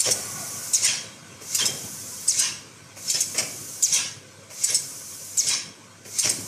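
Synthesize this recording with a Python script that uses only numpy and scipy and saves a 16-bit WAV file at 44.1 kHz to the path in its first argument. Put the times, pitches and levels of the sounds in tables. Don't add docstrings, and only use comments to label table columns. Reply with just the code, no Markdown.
import sys
import numpy as np
from scipy import signal
from scipy.fft import rfft, irfft
from scipy.io import wavfile
from scipy.ndimage import uniform_filter1d

SR = 44100
rng = np.random.default_rng(int(sys.argv[2]) if len(sys.argv) > 2 else 0)


def store_wav(level_fs):
    pcm = np.round(np.clip(np.atleast_2d(level_fs), -1, 1) * 32767)
    wavfile.write(sys.argv[1], SR, pcm.T.astype(np.int16))


N = 285327
TIME_S = np.arange(N) / SR
BINS_HZ = np.fft.rfftfreq(N, 1 / SR)

# start_s, first_valve_db, second_valve_db, vent_db, supply_hiss_db
FORWARD_STROKES = [(0.0, -15.5, -13, -22.5, -32.5), (1.546, -14.5, -16.5, -19, -35),
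                   (3.097, -15, -17.5, -26, -35.5), (4.636, -14, -16.5, -25, -36.5),
                   (6.185, -14, -15.5, -22, -36.5)]
# start_s, first_valve_db, second_valve_db, vent_db
RETURN_STROKES = [(0.731, -18, -17, -18), (2.276, -20.5, -16, -20.5), (3.823, -18.5, -15.5, -20),
                  (5.37, -20.5, -24.5, -21)]
# centre_hz, width_hz, lift_db
METAL_MODES = [(1060, 70, 5), (1645, 70, 7), (2172, 40, 9), (2710, 80, 3), (2862, 45, 8), (3020, 50, 4),
               (3196, 60, 7), (3302, 40, 5), (3945, 70, 4), (4362, 70, 4), (5320, 70, 2), (5478, 70, 5),
               (5770, 110, 3), (6380, 160, 4), (7130, 80, 3), (8300, 110, 3)]


def gain(db):
    return 10 ** (np.asarray(db) / 20)


def unit_rms(x):
    return x / np.sqrt(np.mean(x ** 2) + 1e-20)


def curve_at(points, hz=BINS_HZ):
    points_hz, values = np.transpose(points)
    return np.interp(np.log(hz + 1), np.log(points_hz + 1), values)


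def lift_db(modes):
    return sum(db / (1 + (2 * (BINS_HZ - hz) / width_hz) ** 2) for hz, width_hz, db in modes)


def coloured(x, colour_db):
    return unit_rms(irfft(rfft(x) * gain(colour_db), N))


def noise(colour_db):
    return coloured(rng.standard_normal(N), colour_db)


def wander(rate_hz):
    return unit_rms(irfft(rfft(rng.standard_normal(N)) / (1 + (BINS_HZ / rate_hz) ** 4), N))


def patchy(x, depth_db):
    spectra = signal.stft(x, nperseg=1024, noverlap=768)[2]
    patches = uniform_filter1d(rng.standard_normal(spectra.shape), size=5, axis=0)
    patches = unit_rms(uniform_filter1d(patches, size=8, axis=1))
    return unit_rms(signal.istft(spectra * gain(depth_db * patches), nperseg=1024, noverlap=768)[1][:N])


def ramp(start_s, length_s, top=1):
    return np.clip((TIME_S - start_s) / length_s, 0, top)


def burst(start_s, length_s, rise_s, t60_s):
    return ramp(start_s, rise_s) * gain(-60 * ramp(start_s + length_s, t60_s, top=2))


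def strokes(forward, back):
    return [(row, forward) for row in FORWARD_STROKES] + [(row, back) for row in RETURN_STROKES]


def hall(hum_hz=99.7, hum_db=-60):
    spectrum = [(25, -45), (60, -22), (80, -11), (100, 0), (170, -0.5), (300, -6.5), (450, -9), (700, -20),
                (1100, -7), (1800, -18), (3700, -16), (6200, -10.5), (9000, -19), (13000, -30)]
    duct_modes = [(534, 88, 11), (665, 40, 13), (1000, 40, 4), (1310, 18, -5), (1528, 76, 10.5),
                  (2270, 660, 8.5), (2560, 100, -2), (3240, 24, 12), (8170, 370, 6.5)]
    fan_levels = [(0, -45), (1.3, -45.5), (2.8, -47.5), (4.4, -48.5), (6.4, -50)]  # time_s, level_db
    fans = patchy(noise(curve_at(spectrum) + lift_db(duct_modes)), depth_db=2.5)
    fans *= gain(np.interp(TIME_S, *np.transpose(fan_levels)) + .5 * wander(14))
    hum = np.sin(2 * np.pi * np.cumsum(hum_hz + 1.2 * wander(4)) / SR) * (1 + .4 * wander(5))
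    return fans + gain(hum_db) * unit_rms(hum)


def supply_hiss(lead_s=.143, open_s=.885, build_s=.13):
    spectrum = [(1500, -15), (3700, -13.5), (4800, -5), (6100, 4.5), (7000, 2.5), (8200, -0.5),
                (10800, -2.5), (11800, -12), (14000, -2.5)]
    flow = np.zeros(N)
    for stroke_s, *_, db in FORWARD_STROKES:
        on_s = stroke_s - lead_s
        swell_db = -8 * (1 - ramp(on_s, build_s))
        flow += gain(db + swell_db) * burst(on_s, open_s, rise_s=.019, t60_s=.12)
    hiss = patchy(noise(curve_at(spectrum)), depth_db=1.8)
    return flow * hiss * gain(.5 * wander(30))


def carriage(delay_s=.054, roll_s=.15, roll_db=-48.5, idle_db=-58, rise_s=.05):
    rumble_spectrum = [(40, -34), (80, -11), (105, 5), (170, 1), (240, -0.5), (380, -5), (600, -13.5),
                       (900, -14), (1500, -26), (3000, -19.5), (8000, -51)]
    slide_modes = [(705, 170, -1.5), (1142, 84, 2.5), (1463, 43, 3.5), (2170, 750, -6.5)]  # centre_hz, width_hz, level_db
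    loaded_runs = [(.06, 0.43, -47.5, -42.5), (1.605, 0.16, -41, -59), (3.36, 0.2, -44.5, -62),
                   (6.23, .07, -38.5, -51)]
    moves = [(stroke_s + delay_s, roll_s, roll_db) for stroke_s, *_ in FORWARD_STROKES + RETURN_STROKES]
    power = gain(idle_db) ** 2
    for start_s, length_s, db, *_ in moves + loaded_runs:
        power += (gain(db) * burst(start_s, length_s, rise_s, t60_s=1.31)) ** 2
    rumble = patchy(noise(curve_at(rumble_spectrum)), depth_db=2.5)
    rumble *= np.sqrt(power) * gain(1.7 * wander(18))
    resonance = sum(gain(db) / (1 + (2 * (BINS_HZ - hz) / width_hz) ** 2)
                    for hz, width_hz, db in slide_modes)
    song = patchy(noise(20 * np.log10(resonance)), depth_db=2.8)
    song *= sum(gain(db) * burst(start_s, length_s / 2, rise_s, t60_s=3.4)
                for start_s, length_s, _, db in loaded_runs)
    return rumble + song


def spool_seep(t60_s=.17):
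    spectrum = [(900, -15), (1700, -14.5), (2250, 1), (3000, -11.5), (3800, -1), (4800, 2), (6200, 10),
                (7500, 8.5), (9500, -5.5), (14000, -13)]
    # delay_s, level_db, build_s, hold_s
    forward_seep = (0, -29.5, 0.0417, .13)
    back_seep = (0.04, -27, 0.0086, .11)
    flow = np.zeros(N)
    for (stroke_s, *_), (delay_s, db, build_s, hold_s) in strokes(forward_seep, back_seep):
        full_s = stroke_s + delay_s
        swell = np.exp(np.clip((TIME_S - full_s) / build_s, -20, 0))
        flow += swell * gain(db - 60 * ramp(full_s + hold_s, t60_s, top=2))
    return flow * noise(curve_at(spectrum) + lift_db(METAL_MODES)) * gain(.72 * wander(94))


def bottle_squeaks():
    slips = [(0.061, 0.011, 5700, -22), (1.604, 0.034, 3193, -24), (1.674, 0.031, 3196, -33),
             (3.075, 0.042, 5300, -28.5), (3.139, 0.019, 5290, -23), (3.985, 0.03, 1640, -38),
             (4.699, 0.03, 10950, -30), (4.702, 0.0068, 5570, -25.5), (6.24, .018, 5770, -24)]
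    wavering_time_s = np.cumsum(1 + .014 * wander(500)) / SR
    flutter = 1 + .5 * wander(150)
    out = np.zeros(N)
    for start_s, length_s, hz, db in slips:
        envelope = gain(db) * burst(start_s, length_s, rise_s=.004, t60_s=.045)
        out += envelope * np.sin(2 * np.pi * hz * wavering_time_s)
    return out * flutter


def clacks(knocks_per_s=600, t60_s=.089, thud_rise_s=.022, supply_lead_s=.137):
    frame_spectrum = [(50, -24), (110, -4), (300, -0.5), (560, 4), (800, -4.5), (1400, -6), (2300, 3.5),
                      (3100, -3.5), (3900, -10), (5500, 6.5), (7000, 3), (10000, -13), (14000, -22)]
    stop_hits = [(.055, -23.5, 0.036, 0.5), (1.602, -31.5, 0.047, 0.32), (1.68, -38, 0.017, 0),
                 (3.14, -35.5, 0.021, 0.42), (3.343, -31, .03, 0.57), (3.38, -23.5, 0.026, 1),
                 (3.42, -36.5, 0.019, 0.14), (4.683, -39.5, 0.065, 0.6), (6.245, -24, 0.034, 0.85),
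                 (6.295, -37, .03, 0.55)]
    return_knock = (0.05, -46.5, 0.09, 0.5)  # delay_s, level_db, length_s, hardness (0-1)
    knocks = rng.standard_normal(N) * (rng.random(N) < knocks_per_s / SR)
    chatter = patchy(unit_rms(knocks) + rng.standard_normal(N), depth_db=2.2)
    frame_db = curve_at(frame_spectrum)
    octaves = np.log2(np.maximum(BINS_HZ, 500) / 1000)
    rattle = coloured(chatter, frame_db + octaves)
    thud = coloured(chatter, frame_db - 3 * octaves)
    delay_s, *knock = return_knock
    return_knocks = [(stroke_s + delay_s, *knock) for stroke_s, *_ in RETURN_STROKES]
    supply_knocks = [(stroke_s - supply_lead_s, -45, .015, 0) for stroke_s, *_ in FORWARD_STROKES]
    out = np.zeros(N)
    for start_s, db, length_s, hardness in stop_hits + return_knocks + supply_knocks:
        out += gain(db) * hardness * burst(start_s, length_s, .0021, t60_s) * rattle
        rise_s = min(thud_rise_s, length_s / 2)
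        out += gain(db + 2) * (1 - hardness) * burst(start_s, length_s, rise_s, 2.14 * t60_s) * thud
    return out


def cylinder_vents(split_hz=3800, sag_db=-5):
    spectrum = [(60, -48), (400, -29), (750, -20), (1050, -14.5), (1300, -17), (1650, -12), (2250, -9),
                (3200, -8.5), (4500, -6), (5500, 1.5), (6400, 1), (7500, -7), (9600, -5), (10800, -17),
                (14000, -67)]
    # delay_s, length_s, rush_rise_s
    forward_vent = (0.034, 0.033, 0.023)
    back_vent = (.09, .077, 0.053)
    air = patchy(noise(curve_at(spectrum) + lift_db(METAL_MODES)), depth_db=4) * gain(wander(220))
    rush = irfft(rfft(air) / (1 + (BINS_HZ / split_hz) ** 6), N)
    fizz = air - rush
    out = np.zeros(N)
    for (stroke_s, _, _, db, *_), (delay_s, length_s, rush_rise_s) in strokes(forward_vent, back_vent):
        start_s = stroke_s + delay_s
        t60_s = 5 * length_s
        fizz_db = db + sag_db * ramp(start_s, length_s)
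        out += gain(fizz_db) * burst(start_s, length_s, .016, t60_s) * fizz
        out += gain(db + 2) * burst(start_s, length_s, rush_rise_s, t60_s) * rush
    return out


def port_whistles():
    # delay_s, length_s, start_hz, end_hz, level_db
    forward_ports = [(.003, .018, 8500, 5400, -18), (.109, .018, 9300, 6500, -20)]
    back_ports = [(.006, .042, 8400, 4200, -12.5), (.115, .014, 10100, 6800, -17)]
    stages, pitch_fall, fade_db = [0, .28, .6, 1], [0, .42, .52, 1], [0, 0, -3, -15]
    waver, flutter = 1 + .04 * wander(900), 1 + .5 * wander(250)
    out = np.zeros(N)
    for (stroke_s, *_), ports in strokes(forward_ports, back_ports):
        for delay_s, length_s, start_hz, end_hz, db in ports:
            start_s = stroke_s + delay_s
            progress = ramp(start_s, length_s)
            hz = start_hz + (end_hz - start_hz) * np.interp(progress, stages, pitch_fall)
            flow = gain(db + np.interp(progress, stages, fade_db))
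            flow *= burst(start_s, length_s, rise_s=.002, t60_s=.015)
            out += flow * np.sin(2 * np.pi * np.cumsum(hz * waver) / SR)
    return out * flutter


def valve_spits(sag_db=-3, trail_db=-18):
    spectrum = [(700, -48), (1600, -25.5), (2200, -15), (3400, -12), (4600, -3.5), (5500, 4), (6800, 2),
                (8900, 4.5), (9700, -2.5), (11500, -10), (14000, -12.5)]
    # delay_s, length_s
    forward_spits = [(0, 0.012), (.107, .013)]
    back_spits = [(0, 0.026), (.113, .012)]
    # start_s, level_db, length_s
    jolt_spit = (3.379, -19.5, .008)
    firings = [(stroke_s + delay_s, db, length_s)
               for (stroke_s, first_db, second_db, *_), spits in strokes(forward_spits, back_spits)
               for db, (delay_s, length_s) in zip((first_db, second_db), spits)]
    flow = np.zeros(N)
    for start_s, db, length_s in firings + [jolt_spit]:
        spit = burst(start_s, length_s, rise_s=.004, t60_s=.07) * gain(sag_db * ramp(start_s, length_s))
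        trail = gain(trail_db) * burst(start_s, length_s, rise_s=.045, t60_s=.54)
        flow += gain(db) * (spit + trail)
    air = patchy(noise(curve_at(spectrum) + .22 * lift_db(METAL_MODES)), depth_db=6)
    return flow * air * gain(1.5 * wander(200))


def room(x, near_db=-10, tail_db=-12, build_s=.043):
    decay_times = [(100, 1), (1000, 0.65), (3200, 0.5), (7000, 0.37), (13000, 0.4)]  # freq_hz, t60_s
    near = np.zeros(SR)
    near[rng.integers(60, 900, size=10)] = rng.choice([-1., 1.], size=10)
    scatter = rng.standard_normal(SR) * (rng.random(SR) < .1)
    hz, age_s, spectra = signal.stft(scatter, SR, nperseg=256)
    envelope = gain(-60 * age_s / curve_at(decay_times, hz)[:, None]) * np.minimum(age_s / build_s, 1)
    tail = signal.istft(spectra * envelope, SR, nperseg=256)[1][:SR]
    tail = irfft(rfft(tail, N) * gain(.19 * lift_db(METAL_MODES)), N)[:SR]
    echoes = gain(near_db) * near / np.linalg.norm(near) + gain(tail_db) * tail / np.linalg.norm(tail)
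    return x + signal.fftconvolve(x, echoes)[:N]


def scene():
    echoing = room(valve_spits() + spool_seep() + cylinder_vents() + clacks() + bottle_squeaks())
    mono = echoing + port_whistles() + supply_hiss() + carriage() + hall()
    return np.array([mono, mono])


def record(dry, knee_db=-24, duck_db_per_db=.25, recovery_db_per_s=90, cutoff_hz=14120):
    power_db = 10 * np.log10(abs(uniform_filter1d(dry[0] ** 2, size=300)) + 1e-12)
    recovery_db = TIME_S * recovery_db_per_s
    held_db = np.maximum.accumulate(power_db + recovery_db) - recovery_db
    over_db = np.maximum(held_db - knee_db, 0)
    ducked = dry / gain(duck_db_per_db * uniform_filter1d(over_db, size=200))
    lowpass = signal.firwin(401, cutoff_hz, window=("kaiser", 9), fs=SR)
    return signal.oaconvolve(ducked, lowpass[None], "same")


dry = scene()
out = record(dry)
store_wav(out)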